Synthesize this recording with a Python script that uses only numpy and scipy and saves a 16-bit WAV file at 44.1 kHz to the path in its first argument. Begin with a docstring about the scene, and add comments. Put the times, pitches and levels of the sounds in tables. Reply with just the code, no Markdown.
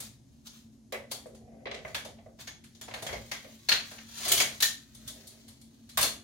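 """A small kitchen, at an open fridge, with a faint appliance hum, hiss and low rumble underneath.
A steel tape measure is fed inside: its blade whispers over the shelves in tiny slips, rasps through
its case, and ticks and rings as it strikes or buckles. The end hook clicks, and the case knocks
hollowly on plastic drawers and food boxes. The fridge cavity and the kitchen answer every contact."""
import sys
import numpy as np
from scipy import signal
from scipy.fft import rfft, irfft, next_fast_len
from scipy.io import wavfile
from scipy.ndimage import map_coordinates

SR = 44100
rng = np.random.default_rng(int(sys.argv[2]) if len(sys.argv) > 2 else 0)


def generate_wav(signal):
    """Clip the signal to [-1, 1] and save it as 16-bit WAV at the path in sys.argv[1]."""
    frames = np.transpose(np.atleast_2d(signal))
    scaled = np.clip(frames, -1, 1) * 32767
    pcm = np.round(scaled).astype(np.int16)
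    wavfile.write(sys.argv[1], SR, pcm)


N = 274857


def amp(db):
    """Decibels to gain."""
    return 10 ** (np.asarray(db) / 20)


def unit(x):
    """Scale to rms 1."""
    return x / np.sqrt(np.mean(x ** 2) + 1e-20)


def along(points, hz):
    """Read a curve of (frequency, value) points on a log frequency axis."""
    freqs, values = np.transpose(points)
    return np.interp(np.log(hz + 1), np.log(freqs + 1), values)


def wobble(rate):
    """Smooth random modulation, rate knots a second."""
    knots = rng.standard_normal(int(N * rate / SR) + 4)
    return map_coordinates(knots, [np.arange(N) * rate / SR])


def swell(peak_s, rise_s, fall_s, db):
    """Envelope of one stroke: up 20 dB per rise_s to its peak, then down 20 dB per fall_s."""
    age = np.arange(N) / SR - peak_s
    return amp(db) * 10 ** -np.maximum(-age / rise_s, age / fall_s)


def coloured(x, db_at):
    """Minimum-phase EQ with a gain of db_at(hz) decibels."""
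    n = x.shape[-1]
    size = 2 * next_fast_len(n // 2 + SR // 8)
    gain = amp(db_at(np.fft.rfftfreq(size, 1 / SR)))
    cepstrum = irfft(np.log(gain + 1e-6), size)
    cepstrum[1:size // 2] *= 2
    cepstrum[size // 2 + 1:] = 0
    return irfft(rfft(x, size) * np.exp(rfft(cepstrum)), size)[..., :n]


def body(spectrum, modes):
    """EQ curve of an object: a broad spectrum plus a bell for each mode."""
    return lambda hz: along(spectrum, hz) + sum(
        db / (1 + (2 * (hz - centre) / width) ** 2) for centre, width, db in modes)


def add(out, s, x):
    """Mix x into out from time s."""
    part = out[:, max(0, round(s * SR)):][:, :x.shape[1]]
    part += x[:, :part.shape[1]]


def noise(spectrum, side_db):
    """Steady stereo noise of rms 1."""
    mid, side = coloured(rng.standard_normal((2, N)), lambda hz: along(spectrum, hz))
    return unit(np.array([mid + amp(side_db) * side, mid - amp(side_db) * side]))


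# Reverb time of the kitchen: (frequency [Hz], 60 dB decay [s])
KITCHEN_DECAY = [(200, 0.49), (800, 0.32), (2000, 0.32), (5500, 0.3), (10000, 0.29), (16000, 0.21)]

def space(chatter_s, room_db, cavity_t60=0.05, build_s=0.0097, mono_hz=600, rebounds=12):
    """Impulse response: rebounds within chatter_s scatter in the fridge, then the kitchen's tail."""
    hz, t, grains = signal.stft(rng.standard_normal((6, SR // 2)), SR, nperseg=256)
    grains = grains.reshape(2, 3, *grains.shape[1:])  # cavity and tail, each left, right and shared
    alike = .06 + .94 / (1 + (hz[:, None] / mono_hz) ** 3)  # long waves reach both sides alike
    cavity, tail = np.sqrt(alike) * grains[:, 2:] + np.sqrt(1 - alike) * grains[:, :2]
    decay = amp(-60 * t / along(KITCHEN_DECAY, hz)[:, None])
    cavity = signal.istft(cavity, SR, nperseg=256)[1]
    tail = signal.istft(tail * decay, SR, nperseg=256)[1]
    t = np.arange(tail.shape[1]) / SR
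    age = t - np.clip(chatter_s, .0005, .05) * np.sort(rng.random(rebounds))[:, None]
    rebound_energy = (age >= 0) * amp(-120 * np.abs(age) / cavity_t60)
    cavity *= np.sqrt(rebound_energy.sum(axis=0))
    tail *= 1 - np.exp(-t / build_s)  # the walls answer a little later
    return cavity / np.linalg.norm(cavity[0]) + amp(room_db) * tail / np.linalg.norm(tail[0])


def friction(envelope, colour, slips_per_s, spread_db):
    """Tiny uneven slips, heard through the body, fridge and room; echoes change as the contact travels."""
    slips = rng.standard_normal(N) * (rng.random(N) < slips_per_s / SR)
    slips = envelope * unit(slips * amp(spread_db * wobble(90)))
    out = np.zeros((2, N))
    step = round(0.3 * SR)
    for start in range(0, N, step):
        if envelope[start:start + step].max() > amp(-90):
            echoes = space(chatter_s=0.0029, room_db=-7)
            add(out, start / SR, signal.fftconvolve(slips[None, start:start + step], echoes, axes=1))
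    eq_gain = amp(colour(np.linspace(0, SR / 2, SR // 20)))
    return coloured(out, colour) / np.sqrt(np.mean(eq_gain ** 2))


# Partials of the appliance hum: (frequency [Hz], relative level [dB])
HUM_PARTIALS = [(129.2, -70), (226.1, -58), (269.2, -67.5), (349.9, -76.5)]
# EQ of the room hiss: (frequency [Hz], gain [dB])
HISS_EQ = [(120, -20.5), (200, -20), (240, -2), (482, -20.5), (623, -19.5), (1250, -33), (2380, -34.5),
           (6640, -28), (7830, -34), (11500, -34.5), (16000, -60)]

def room_tone(hum_db=-1, drift_per_s=20, steady=0.68, hiss_db=-66):
    """A wavering appliance hum over faint hiss."""
    t = np.arange(N) / SR
    hum = np.zeros(N)
    for hz, db in HUM_PARTIALS:
        swing = steady + wobble(drift_per_s) + 1j * wobble(drift_per_s)  # level and phase both wander
        hum += amp(db + hum_db) * unit(np.real(swing * np.exp(2j * np.pi * hz * t)))
    return hum + amp(hiss_db) * noise(HISS_EQ, side_db=-3.5)


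# An arm leans on the cabinet: (peak time [s], rise [s], fall [s], level [dB])
ARM_SHOVES = [(1.85, 0.6, 0.9, -55.5), (3.18, 0.27, 0.2, -47), (4.4, 0.37, 0.27, -49.5),
              (5.06, 0.14, 0.13, -54.5), (5.99, 0.031, 0.2, -45.5)]
# EQ of the rumble: (frequency [Hz], gain [dB])
RUMBLE_EQ = [(20, -27), (35, -21), (55, -2.5), (80, -3), (115, -1.5), (150, -6), (200, -9.5), (300, -22.5),
             (500, -68)]

def cabinet_rumble(rest_db=-63, waver_db=2, shake_db=-55, follows=0.2, rise_s=0.03, fall_s=0.3):
    """Low room noise; shoves move the cabinet, and each tap and bump shakes it, hard ones a bit more."""
    rest = amp(rest_db + waver_db * wobble(5))
    hits = list(BLADE_HITS) + list(CASE_HITS)
    shakes = [(s, rise_s, fall_s, shake_db + follows * db) for s, db, *_ in hits]
    power = rest ** 2 + sum(swell(*move) ** 2 for move in shakes + list(ARM_SHOVES))
    return np.sqrt(power) * noise(RUMBLE_EQ, side_db=-11.5)


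# Plastic rubs on a shelf: (peak time [s], rise [s], fall [s], relative level [dB])
PLASTIC_RUBS = [(1.53, 0.22, 0.47, -53.5), (3.045, 0.05, 0.11, -50), (5.06, 0.2, 1, -64.5)]
# EQ of the rub: (frequency [Hz], gain [dB])
RUB_EQ = [(150, -42), (380, 1.5), (750, 3.5), (950, -16), (2500, -16.5), (6000, -58.5)]
# Drawer resonances, also used for the reel and the bumps: (frequency [Hz], width [Hz], gain [dB])
PLASTIC_MODES = [(383, 19, 10.5), (497, 180, 5.5), (637, 196, 7), (1144, 37, 5), (1380, 84, -9.5),
                 (1998, 160, 9), (2240, 29, 6.5), (3290, 220, 4), (3950, 220, 6)]

def plastic_drag(level_db=-1):
    """Plastic sticks and slips on a shelf with a dull scuff."""
    pressure = sum(swell(*rub) for rub in PLASTIC_RUBS)
    return amp(level_db) * friction(pressure, body(RUB_EQ, PLASTIC_MODES), slips_per_s=700, spread_db=1)


# Blade strokes, some just before it catches: (peak time [s], rise [s], fall [s], relative level [dB])
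CREEP_STROKES = [(0.0, 0.01, 0.1, -38), (0.34, 0.27, 0.23, -69.5), (0.471, 0.018, 0.0098, -38.5),
                 (0.55, 0.1, 0.11, -51), (0.73, 0.02, 0.093, -69.5), (1.115, 0.02, 0.02, -46),
                 (1.23, 0.12, 0.21, -61), (1.86, 0.07, 0.42, -56), (2.406, 0.019, 0.037, -38),
                 (2.479, 0.018, 0.014, -41), (3.06, 0.35, 0.68, -49), (3.45, 0.3, 0.36, -55.5),
                 (3.88, 0.2, 0.24, -47), (4.25, 0.14, 0.22, -30.5), (4.55, 0.2, 0.13, -48),
                 (5.08, 0.028, 0.06, -46), (5.17, 0.85, 0.91, -53.5), (5.94, 0.13, 0.078, -57.5)]
# EQ of steel on a shelf: (frequency [Hz], gain [dB])
CREEP_EQ = [(500, -51), (900, -12), (1400, -11.5), (2000, -8), (2700, -9.5), (3500, -4.5), (4200, -3.5),
            (5200, -8), (6700, -5), (7900, -12.5), (11000, -14), (16000, -16)]

def blade_creep(level_db=-4):
    """The blade whispers over the shelves in fine, dense slips."""
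    motion = sum(swell(*stroke) for stroke in CREEP_STROKES)
    return amp(level_db) * friction(motion, lambda hz: along(CREEP_EQ, hz), slips_per_s=2900, spread_db=1.5)


# The blade runs in its case: (peak time [s], rise [s], fall [s], relative rasp [dB], relative reel [dB])
BLADE_PULLS = [(4.325, 0.15, 0.11, -23, -33.5), (4.403, 0.02, 0.074, -25, -27),
               (6.032, 0.037, 0.073, -20.5, -36)]
# EQ of the rasp: (frequency [Hz], gain [dB])
RASP_EQ = [(710, -21.5), (1200, -6.5), (2180, -9), (2590, -4.5), (4080, -4), (5300, -7.5), (6800, -4),
           (7660, -10), (8630, -8.5), (14000, -18), (16000, -35.5)]
# EQ of the reel: (frequency [Hz], gain [dB])
REEL_EQ = [(100, -32.5), (250, 0.5), (400, -1.5), (520, -2), (700, 2.5), (1000, -4), (1500, -2.5),
           (2500, -15.5), (6000, -57)]

def blade_run(rasp_db=-5, reel_db=-5):
    """Bright steel rasps through the case over the darker, coarser grain of the reel."""
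    rasp_envelope = sum(swell(*shape, db) for *shape, db, _ in BLADE_PULLS)
    reel_envelope = sum(swell(*shape, db) for *shape, _, db in BLADE_PULLS)
    rasp = friction(rasp_envelope, body(RASP_EQ, STEEL_MODES), slips_per_s=3500, spread_db=2.5)
    reel = friction(reel_envelope, body(REEL_EQ, PLASTIC_MODES), slips_per_s=670, spread_db=5.5)
    return amp(rasp_db) * rasp + amp(reel_db) * reel


# The case bumps plastic:
# (time [s], relative level [dB], relative clack [dB], cutoff [Hz], hollow note [Hz], chatter [s])
CASE_HITS = [(0.921, -31.5, 4.5, 17100, 550, 0.0072), (0.931, -30, 9.5, 2700, 560, 0.023),
             (1.257, -35, -10.5, 2210, 488, 0.0024), (1.655, -30, 0.5, 4600, 477, 0.0025),
             (1.667, -34, 6, 4260, 480, 0.0067), (1.712, -32.5, 5.5, 6000, 686, 0.0039),
             (1.744, -39, 9.5, 8000, 454, 0.0032), (1.848, -33.5, 9.5, 2390, 640, 0.0024),
             (1.911, -52, -11, 11700, 654, 0.003), (2.057, -41, -1, 3000, 605, 0.0057),
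             (2.184, -48.5, -1, 5000, 675, 0.0068), (2.259, -41.5, -5.5, 2000, 640, 0.004),
             (2.911, -41, 5, 6000, 590, 0.0027), (3.025, -39, -4, 5000, 640, .003),
             (3.087, -36.5, 17, 2000, 545, 0.0077), (3.128, -30, 2, 2400, 562, 0.0016),
             (3.443, -42, 1.5, 3500, 570, 0.0088), (4.401, -34, 17, 6500, 695, .006),
             (5.974, -18, -15, 9000, 1054, 0.0036)]

def case_bumps(level_db=29, clack_trim_db=-6, soft_slope=5, hollow_width_hz=130, hollow_db=6):
    """Knocks on drawers and boxes; each booms at its own hollow note, and soft contact cuts the treble."""
    out = np.zeros((2, N))
    for s, db, clack, cutoff_hz, note_hz, chatter_s in CASE_HITS:
        clack += clack_trim_db
        boom = [(0.42 * note_hz, -30), (0.5 * note_hz, -13), (0.81 * note_hz, -3), (1.17 * note_hz, -1),
                (1.06 * note_hz + 300, clack / 2 - 5)]
        crack = [(1900, clack - 2), (2300, clack), (3000, clack - 3), (8000, clack - 9)]
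        drawer = body(boom + crack, list(PLASTIC_MODES) + [(note_hz, hollow_width_hz, hollow_db)])
        softened = lambda hz: drawer(hz) - 20 * np.log10(1 + (hz / cutoff_hz) ** soft_slope)
        add(out, s, amp(db + level_db) * coloured(space(chatter_s, room_db=-1.5), softened))
    return out


# Hard clicks of the end hook: (time [s], relative level [dB])
HOOK_HITS = [(1.9472, -23), (2.9394, -26.5), (3.719, -7.5)]
# EQ of the click: (frequency [Hz], gain [dB])
HOOK_EQ = [(200, -18), (700, -14.5), (1200, -9), (1550, 1.5), (2100, -1), (2800, 2), (3500, 0), (4400, 2),
           (5200, -13), (16000, -29.5)]

def hook_clicks(level_db=21, direct_db=-7, bounce_s=0.0033):
    """The hook's sharp transient arrives directly, ahead of its rebounds and echoes."""
    out = np.zeros((2, N))
    for s, db in HOOK_HITS:
        click = space(bounce_s, room_db=-2.5)
        click[:, 0] += amp(direct_db)
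        add(out, s, amp(db + level_db) * coloured(click, lambda hz: along(HOOK_EQ, hz)))
    return out


# Resonances of the blade, also used for its rasp: (frequency [Hz], width [Hz], gain [dB])
STEEL_MODES = [(1648, 80, 2), (1820, 130, 2.5), (2205, 170, 4.5), (3330, 17, 4), (3500, 81, 3.5),
               (4138, 85, 3.5), (4630, 89, 4.5), (6000, 70, 0), (6200, 57, 6), (6920, 140, 5.5),
               (8770, 120, 3), (10120, 80, -3)]

def bent_blade_modes(lightness_db, detune=0.03, gain_spread=0.83, freeing=0.025):
    """Each bend detunes the blade's modes and favours other ones; a light touch lets them ring longer."""
    free = 1 + freeing * lightness_db
    chance = rng.standard_normal((len(STEEL_MODES), 2))
    return [(hz * (1 + detune * bend), width / free, db * (free + gain_spread * favour))
            for (hz, width, db), (bend, favour) in zip(STEEL_MODES, chance)]


# The blade strikes or buckles; knock, clack and edge shape the lows, mids and top:
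# (time [s], relative level [dB], knock [dB], clack [dB], edge [dB], bending mode [Hz])
BLADE_HITS = [(0.001, -36.5, -5.5, -8, 3.5, 3780), (0.466, -38.5, -15, -26, -11, 6150),
              (1.113, -27, -5, -8.5, -4, 4510), (1.262, -58, -4, 2, 4.5, 3880),
              (1.346, -50, -1, -7, -3.5, 4400), (1.877, -46.5, -8, 0, -9, 3200),
              (1.945, -27, -3.5, 2, -7, 3330), (2.047, -36, 4, -8.5, -8.5, 3020),
              (2.387, -46, 0, 0, -18, 6000), (2.472, -32, -10, -4.5, -14.5, 1730),
              (2.638, -46.5, -18, -1, -3.5, 4050), (2.747, -47, -10, -11, -13, 3780),
              (2.812, -35, -6.5, -5, -5, 3380), (2.878, -41, 7, 2.5, -14, 1010),
              (2.938, -38.5, 8.5, 6.5, -4, 3660), (3.022, -34, 0, -3, -2.5, 1910),
              (3.065, -30, -5, -2, -9, 3232), (3.127, -32.5, 3, 0, -14, 2070),
              (3.313, -25.5, -7.5, -2, -11.5, 2070), (3.687, -15.5, -12.5, -0.5, -12.5, 4270),
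              (3.722, -18.5, -9, -9, -13, 4170), (3.913, -40.5, 2, 1, -5.5, 1610),
              (3.981, -40.5, -10, 1, -37, 2920), (4.281, -28.5, -3, -22.5, 4.5, 3250),
              (4.317, -12.5, -28.5, -12.5, -2.5, 2990), (4.376, -18, -16, -8, -7.5, 3220),
              (4.4, -16, -18.5, -3.5, -8, 2220), (4.603, -23, -18, -5, -4.5, 4000),
              (4.623, -12, -20.5, -7.5, -6.5, 1823), (4.627, -17.5, -32, -11, -13, 3930),
              (4.946, -44, -13, -14, -1.5, 3850), (5.076, -32, -19, -19, -2.5, 3580),
              (5.27, -41, -13, -29, 0.5, 4344), (5.48, -44.5, -9, -8.5, -1.5, 4200),
              (5.611, -49.5, -14, -14.5, 0.5, 4260), (5.891, -42, -21, -7.5, -4.5, 4150),
              (5.972, -18.5, -10.5, 0, -1.5, 3670), (5.986, -26, -8, 3.5, -6, 1620),
              (6.009, -22.5, -13, -10, 2, 2880), (6.026, -19, -12.5, -8, -1.5, 4280)]

def blade_taps(level_db=27, mode_width=0.069, mode_db=15, mode_fade=0.33, chatter_s=0.006, dulling=0.39):
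    """Steel rings and the shelf knocks; the bending mode shifts with free length and leads in hard hits."""
    out = np.zeros((2, N))
    hardest_db = max(db for _, db, *_ in BLADE_HITS)
    for s, db, knock, clack, edge, mode_hz in BLADE_HITS:
        knock, clack, edge = knock + 4, clack - 1, edge - 2  # band trims in dB
        lightness_db = hardest_db - db
        spectrum = [(60, knock - 22), (300, knock - 9), (690, knock), (1150, (knock + clack) / 2 - 3),
                    (1600, clack - 1), (2600, clack - 1), (3300, -3.5), (6600, -6.5),
                    (7700, edge - 1), (10500, edge), (15500, edge - 1 - dulling * lightness_db)]
        bending_mode = (mode_hz, mode_width * mode_hz, mode_db - mode_fade * lightness_db)
        blade = body(spectrum, bent_blade_modes(lightness_db) + [bending_mode])
        stretch = 1 + 0.014 * lightness_db  # a light touch chatters for longer
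        add(out, s, amp(db + level_db) * coloured(space(chatter_s * stretch, room_db=0), blade))
    return out


def scene():
    """Hits and slides over the kitchen's ambience."""
    hits = blade_taps() + hook_clicks() + case_bumps()
    slides = blade_creep() + blade_run() + plastic_drag()
    return hits + slides + cabinet_rumble() + room_tone()


# Stereo balance across the band: (frequency [Hz], left minus right [dB])
STEREO_TILT = [(300, 0.5), (1300, -1.5), (3000, -0.5), (4300, 2.5), (5500, 6), (6700, 4.5), (8500, -2.5),
               (11000, 0), (16000, 0.5)]

def record(dry):
    """Master EQ: left and right get their own colour, and a steep low-pass ends the band."""
    top_hz = 16050
    size = next_fast_len(N + SR // 2)
    hz = np.fft.rfftfreq(size, 1 / SR)
    balance = amp(np.outer([.5, -.5], along(STEREO_TILT, hz)))
    low_pass = 1 / (1 + (hz / top_hz) ** 200)
    return irfft(rfft(dry, size) * balance * low_pass, size)[:, :N]


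dry = scene()
out = record(dry)
generate_wav(out)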